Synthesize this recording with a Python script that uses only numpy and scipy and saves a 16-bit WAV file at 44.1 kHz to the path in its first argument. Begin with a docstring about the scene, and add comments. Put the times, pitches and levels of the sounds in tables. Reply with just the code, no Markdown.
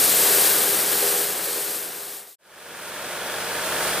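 """A small four-cylinder diesel tractor drives a rotary broom over a concrete yard.
First, close by the broom, bristles hiss by friction and flick grit, while the impacts of the drive chain
excite the modes of the steel hood and the engine knocks behind them. This view fades to silence.
Then a second fades in from the other side: the engine clatters a little faster, gears whine faintly
and the screened brush is weaker. A low rumble lies under both views."""
import sys
import numpy as np
from scipy import signal
from scipy.fft import rfft, irfft
from scipy.io import wavfile

SR = 44100
rng = np.random.default_rng(int(sys.argv[2]) if len(sys.argv) > 2 else 0)


def unload_wav(signal):
    """Save mono or channel-first audio to the path in sys.argv[1] as 16-bit WAV at rate SR, clipped to [-1, 1]."""
    wavfile.write(
        sys.argv[1],
        SR,
        np.round(np.clip(np.atleast_2d(signal).T, -1, 1) * 32767).astype(np.int16),
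    )


N = 176400
T = np.arange(N) / SR
HZ = np.maximum(np.arange(N // 2 + 1) * SR / N, 1)


def from_db(db):
    """Amplitude ratio of a level in decibels."""
    return 10 ** (np.asarray(db) / 20)


def unit_rms(x):
    """Normalisation to unit power."""
    return x / np.sqrt(np.mean(x ** 2) + 1e-20)


def envelope(rows):
    """Gain interpolated from (time [s], level [dB]) rows."""
    return from_db(np.interp(T, *np.transpose(rows)))


def by_hz(rows):
    """Interpolation along log frequency."""
    hz, value = np.transpose(rows)
    return np.interp(np.log(HZ), np.log(hz), value)


def colour(x, spectrum):
    """Spectral shaping to unit rms, with skirts of 12 dB per octave."""
    skirts = np.minimum(HZ / spectrum[0][0], 1) ** 2 * np.minimum(spectrum[-1][0] / HZ, 1) ** 2
    return unit_rms(irfft(rfft(x) * from_db(by_hz(spectrum)) * skirts, N))


def drift(corner_hz):
    """Low-pass random fluctuation of unit variance."""
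    slow = irfft(rfft(rng.standard_normal(N)) / (1 + (HZ / corner_hz) ** 2) ** 2, N)
    return unit_rms(slow - slow.mean())


def resonator(x, hz, t60):
    """A damped mode: its free vibration falls 60 dB in t60 seconds."""
    r, w = from_db(-60 / (t60 * SR)), 2 * np.pi * hz / SR
    return signal.lfilter([1, -r * np.cos(w)], [1, -2 * r * np.cos(w), r * r], x + 1e-18)


# rumble spectrum: (frequency [Hz], relative density [dB])
RUMBLE = [(22, -11.5), (45, -2.5), (70, -4), (110, 3)]
def rumble():
    """Band-limited noise, heard as a faint low rumble."""
    return from_db(-64) * colour(rng.standard_normal(N), RUMBLE)


# gear bands: (frequency [Hz], level [dB], t60 [s])
GEAR_BANDS = [(617, -40.5, 0.12), (923, -43.5, .3), (1405, -49, 0.087), (1600, -47, 0.17),
              (1710, -43, 0.13), (3347, -43.5, .03)]
def gear_whine():
    """Narrow-band noise: meshing gears sing in faint, unsteady tones."""
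    return sum(from_db(db) * unit_rms(resonator(rng.standard_normal(N), hz, t60))
               for hz, db, t60 in GEAR_BANDS)


def firing_count(firing_hz):
    """Phase is the integral of frequency: the firings of a governed engine whose speed wanders."""
    return np.cumsum(firing_hz * (1 + .002 * drift(3))) / SR


# engine hum and chain mesh (1.875 and its harmonics): (frequency [multiples of the firing rate])
TONE_RATIOS = [1, 1.875, 2, 3, 3.5, 3.75, 4, 4.25, 5.625, 7.5, 10]
# each tone, by the broom (NEAR) and from the other side (FAR): (level [dB])
NEAR_TONE_DB = [-63, -63.5, -58.5, -58, -52, -62, -59.5, -51, -52.5, -50, -45.5]
FAR_TONE_DB = [-57.5, -62, -55.5, -57, -55, -55, -53, -55, -54.5, -47, -43]
def hum_and_mesh(firings, levels_db, waver_db):
    """Forced vibration: engine hum and drive-chain mesh tones, locked to the firing rate."""
    tones = np.zeros(N)
    for ratio, db in zip(TONE_RATIOS, levels_db):
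        amplitude = np.sqrt(2) * from_db(db + waver_db * drift(3.6))
        tones += amplitude * np.sin(2 * np.pi * (ratio * firings + rng.random()))
    return tones


# modes of the hood: (frequency [Hz], relative gain [dB], t60 [s])
HOOD_MODES = [(333, -17, 0.033), (403.4, 1.5, 0.09), (485.7, 0, 0.084), (554, -4.5, .06), (730, -2, .03),
              (1150, -9, 0.016), (1640, -2, 0.019)]
# how hard the chain drums: (time [s], level [dB])
CHAIN_LEVEL = [(0, -41), (.19, -34.5), (.24, -27), (.35, -30), (.45, -34.5), (.91, -32), (.96, -28.5),
               (1.18, -25.5), (1.3, -29), (1.38, -42), (1.45, -30.5), (1.8, -29), (1.95, -31), (2.3, -27.5)]
def chain(firings, teeth_per_firing=1.875, jitter_s=.00011, spread_db=2.5, throb_db=2.0):
    """Impact excitation: links drop onto the sprocket and ring the modes of the hood."""
    teeth = firings * teeth_per_firing
    onsets = np.flatnonzero(np.diff(np.floor(teeth)))
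    timing, strength = rng.standard_normal((len(onsets), 2)).T
    onsets += (jitter_s * SR * timing).astype(int)
    hits = np.zeros(N)
    hits[np.clip(onsets, 0, N - 1)] = from_db(spread_db * strength)
    hits += .054 * np.exp(-(teeth % 1) / .25) * rng.standard_normal(N)   # each link rattles briefly
    hits *= from_db(throb_db * drift(17))   # the slack chain whips, so links strike unevenly
    hood = sum(from_db(db) * resonator(hits, hz, t60) for hz, db, t60 in HOOD_MODES)
    band = signal.butter(2, [310, 2200], "band", fs=SR, output="sos")
    return envelope(CHAIN_LEVEL) * unit_rms(signal.sosfilt(band, hood))


# knock of each cylinder: (relative level [dB])
KNOCK_DB = [2.1, -1, .5, -1.1]
# clatter spectra: (frequency [Hz], relative density [dB])
NEAR_CLATTER_SPECTRUM = [(55, -48), (100, -25), (170, -8.5), (275, -9), (350, 0.5), (550, -0.5), (730, -1),
                         (900, -5), (1650, -2.5), (2100, -6.5), (3000, -9), (6000, -15)]
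FAR_CLATTER_SPECTRUM = [(55, -30.5), (100, -24.5), (165, -9), (220, -9.5), (290, -6.5), (440, -1),
                        (590, 0.5), (760, -2.5), (1050, -3), (1400, -0.5), (1720, -2.5), (2000, -5.5),
                        (2450, -5), (2850, -7.5), (3300, -7.5), (4200, -11), (8000, -17.5)]
# clatter envelopes: (time [s], level [dB])
NEAR_CLATTER_DB = [(0, -28.5), (.4, -26), (.9, -25.5), (1.4, -26), (1.9, -25), (2.15, -23.5), (2.33, -22.5)]
FAR_CLATTER_DB = [(2.42, -26), (2.8, -25), (3.1, -25), (3.6, -26), (3.85, -24.5), (4, -26.5)]
def clatter(firings, spectrum, levels, knock, decay_firings, repeat_share):
    """Cyclostationary noise: each firing knocks; valves and gears rattle partly alike every cycle."""
    cylinders = len(KNOCK_DB)
    strength = from_db(KNOCK_DB)[firings.astype(int) % cylinders]
    bursts = 1 + knock * strength * np.exp(-(firings % 1) / decay_firings)
    cycle_samples = int(cylinders * N / firings[-1])
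    place_in_cycle = (firings / cylinders % 1 * cycle_samples).astype(int)
    repeating = np.sqrt(repeat_share) * rng.standard_normal((2, cycle_samples))[:, place_in_cycle]
    fresh = np.sqrt(1 - repeat_share) * rng.standard_normal((2, N))
    return envelope(levels) * colour(bursts * (repeating + fresh), spectrum)


# bristle spectra: (frequency [Hz], relative density [dB])
NEAR_HISS = [(500, -29), (1500, -12.5), (2800, -8.5), (4200, -4.5), (6100, -6.5), (7500, -3.5), (8700, 2),
             (10100, -1), (12400, 2), (15000, -3)]
FAR_HISS = [(1000, -20), (3000, -9), (4800, -3), (6500, -4), (7900, 0), (9300, 3.5), (11000, -4),
            (13400, 1), (15000, -2)]
# the brush bites harder and softer as it rides the floor: (time [s], level [dB])
NEAR_BITE_DB = [(0, -16), (.14, -16.5), (.47, -14.5), (.53, -16), (.87, -17), (1.0, -15), (1.18, -15),
                (1.35, -19), (1.55, -15.5), (1.75, -15.5), (1.92, -18), (2.1, -13.5), (2.2, -13),
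                (2.26, -16.5), (2.35, -4)]
FAR_BITE_DB = [(2.42, -30), (2.8, -27.5), (3.2, -29), (3.55, -28.5), (3.85, -26), (4, -27.5)]
def brush(spectrum, levels, flicks_per_s, spread_db, flick_db, rows_hz, row_depth, flutter_db):
    """Friction noise: bristles drag on concrete and flick grit; their passing rows modulate the hiss."""
    sizes = from_db(spread_db * np.minimum(rng.exponential(1, N), 5))
    struck = rng.random(N) < flicks_per_s / SR
    flicks = unit_rms(struck * sizes * rng.standard_normal((2, N)))
    swell = 1 + row_depth * np.sin(2 * np.pi * (rows_hz * T + rng.random()))
    flutter = from_db(flutter_db * drift(40))
    hiss = colour(rng.standard_normal((2, N)) + from_db(flick_db) * flicks, spectrum)
    return envelope(levels) * swell * flutter * hiss


# likeness of the two microphone ports: (frequency [Hz], coherence [0 to 1])
NEAR_COHERENCE = [(1500, 0.98), (6700, 1), (7800, 0.62), (11000, 0.59), (15000, .69)]
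FAR_COHERENCE = [(400, 0.98), (2000, .93), (4500, 0.42), (7000, 0.45), (15000, 0.52)]
# level difference: (frequency [Hz], left minus right [dB])
NEAR_TILT = [(6800, -1), (7800, -3), (8700, -8), (9700, 1.5), (10900, 11), (12100, 14), (13500, 6),
             (15000, 3)]
FAR_TILT = [(5000, -0.5), (8000, -2.5), (9300, -11.5), (10800, 12.5), (12300, 8), (14000, 1)]
# phase difference: (frequency [Hz], left lead [rad])
NEAR_LEAD = [(7900, 0), (9000, 1.04), (9900, 1.74), (10800, 1), (12000, 0.42), (13500, -.95), (15000, -.5)]
FAR_LEAD = [(200, 0), (2000, -0.08), (4000, -0.7), (5500, -1.5), (8200, -2.5), (10000, -1.2), (11500, -2.5),
            (13000, -3), (15000, -4.0)]
def stereo_pickup(noise, centred, coherence, balance, lead):
    """Partial coherence: two ports agree in the bass and differ in level and phase in the treble."""
    alike = np.clip(by_hz([(350, 1), *coherence]), 0, 1)
    mid = rfft(noise[0]) * np.sqrt((1 + alike) / 2) + rfft(centred)
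    side = rfft(noise[1]) * np.sqrt((1 - alike) / 2)
    tilt = from_db(by_hz([(4000, 0), *balance]) / 2)
    turn = np.exp(.5j * by_hz(lead))
    left, right = (mid + side) * tilt * turn, (mid - side) / tilt / turn
    rms_gain = np.sqrt((tilt ** 2 + tilt ** -2) / 2)
    return irfft(np.array([left, right]) / rms_gain, N)


def other_side():
    """Acoustic shadow: the hood screens the brush, so the engine leads."""
    firings = firing_count(firing_hz=47.3)
    rattle = clatter(firings, FAR_CLATTER_SPECTRUM, FAR_CLATTER_DB,
                     knock=.47, decay_firings=.2, repeat_share=.39)
    hiss = brush(FAR_HISS, FAR_BITE_DB, flicks_per_s=5500, spread_db=1.5, flick_db=-4,
                 rows_hz=4.1, row_depth=.04, flutter_db=.5)
    centred = hum_and_mesh(firings, FAR_TONE_DB, waver_db=1.5) + gear_whine()
    return stereo_pickup(rattle + hiss, centred, FAR_COHERENCE, FAR_TILT, FAR_LEAD)


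def beside_broom():
    """Superposition close to the brush: bright hiss over the chain and the engine."""
    firings = firing_count(firing_hz=43.07)
    rattle = clatter(firings, NEAR_CLATTER_SPECTRUM, NEAR_CLATTER_DB,
                     knock=.3, decay_firings=.25, repeat_share=.26)
    hiss = brush(NEAR_HISS, NEAR_BITE_DB, flicks_per_s=5000, spread_db=2.5, flick_db=-8,
                 rows_hz=7.2, row_depth=.025, flutter_db=.4)
    centred = hum_and_mesh(firings, NEAR_TONE_DB, waver_db=-.5) + chain(firings)
    return stereo_pickup(rattle + hiss, centred, NEAR_COHERENCE, NEAR_TILT, NEAR_LEAD)


def scene():
    """Power-law fades: one view falls to silence, then the next rises."""
    out_end_s, in_start_s, in_end_s = 2.359, 2.384, 4.044
    fade_out = np.clip(1 - T / out_end_s, 0, 1) ** 1.043
    fade_in = np.clip((T - in_start_s) / (in_end_s - in_start_s), 0, 1) ** 1.084
    background = rumble()
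    return fade_out * (beside_broom() + background) + fade_in * (other_side() + background)


def record(dry):
    """Band limiting: a steep low-pass removes the highest treble."""
    cutoff_hz = 15300
    return irfft(rfft(dry) / np.sqrt(1 + (HZ / cutoff_hz) ** 600), N)


dry = scene()
out = record(dry)
unload_wav(out)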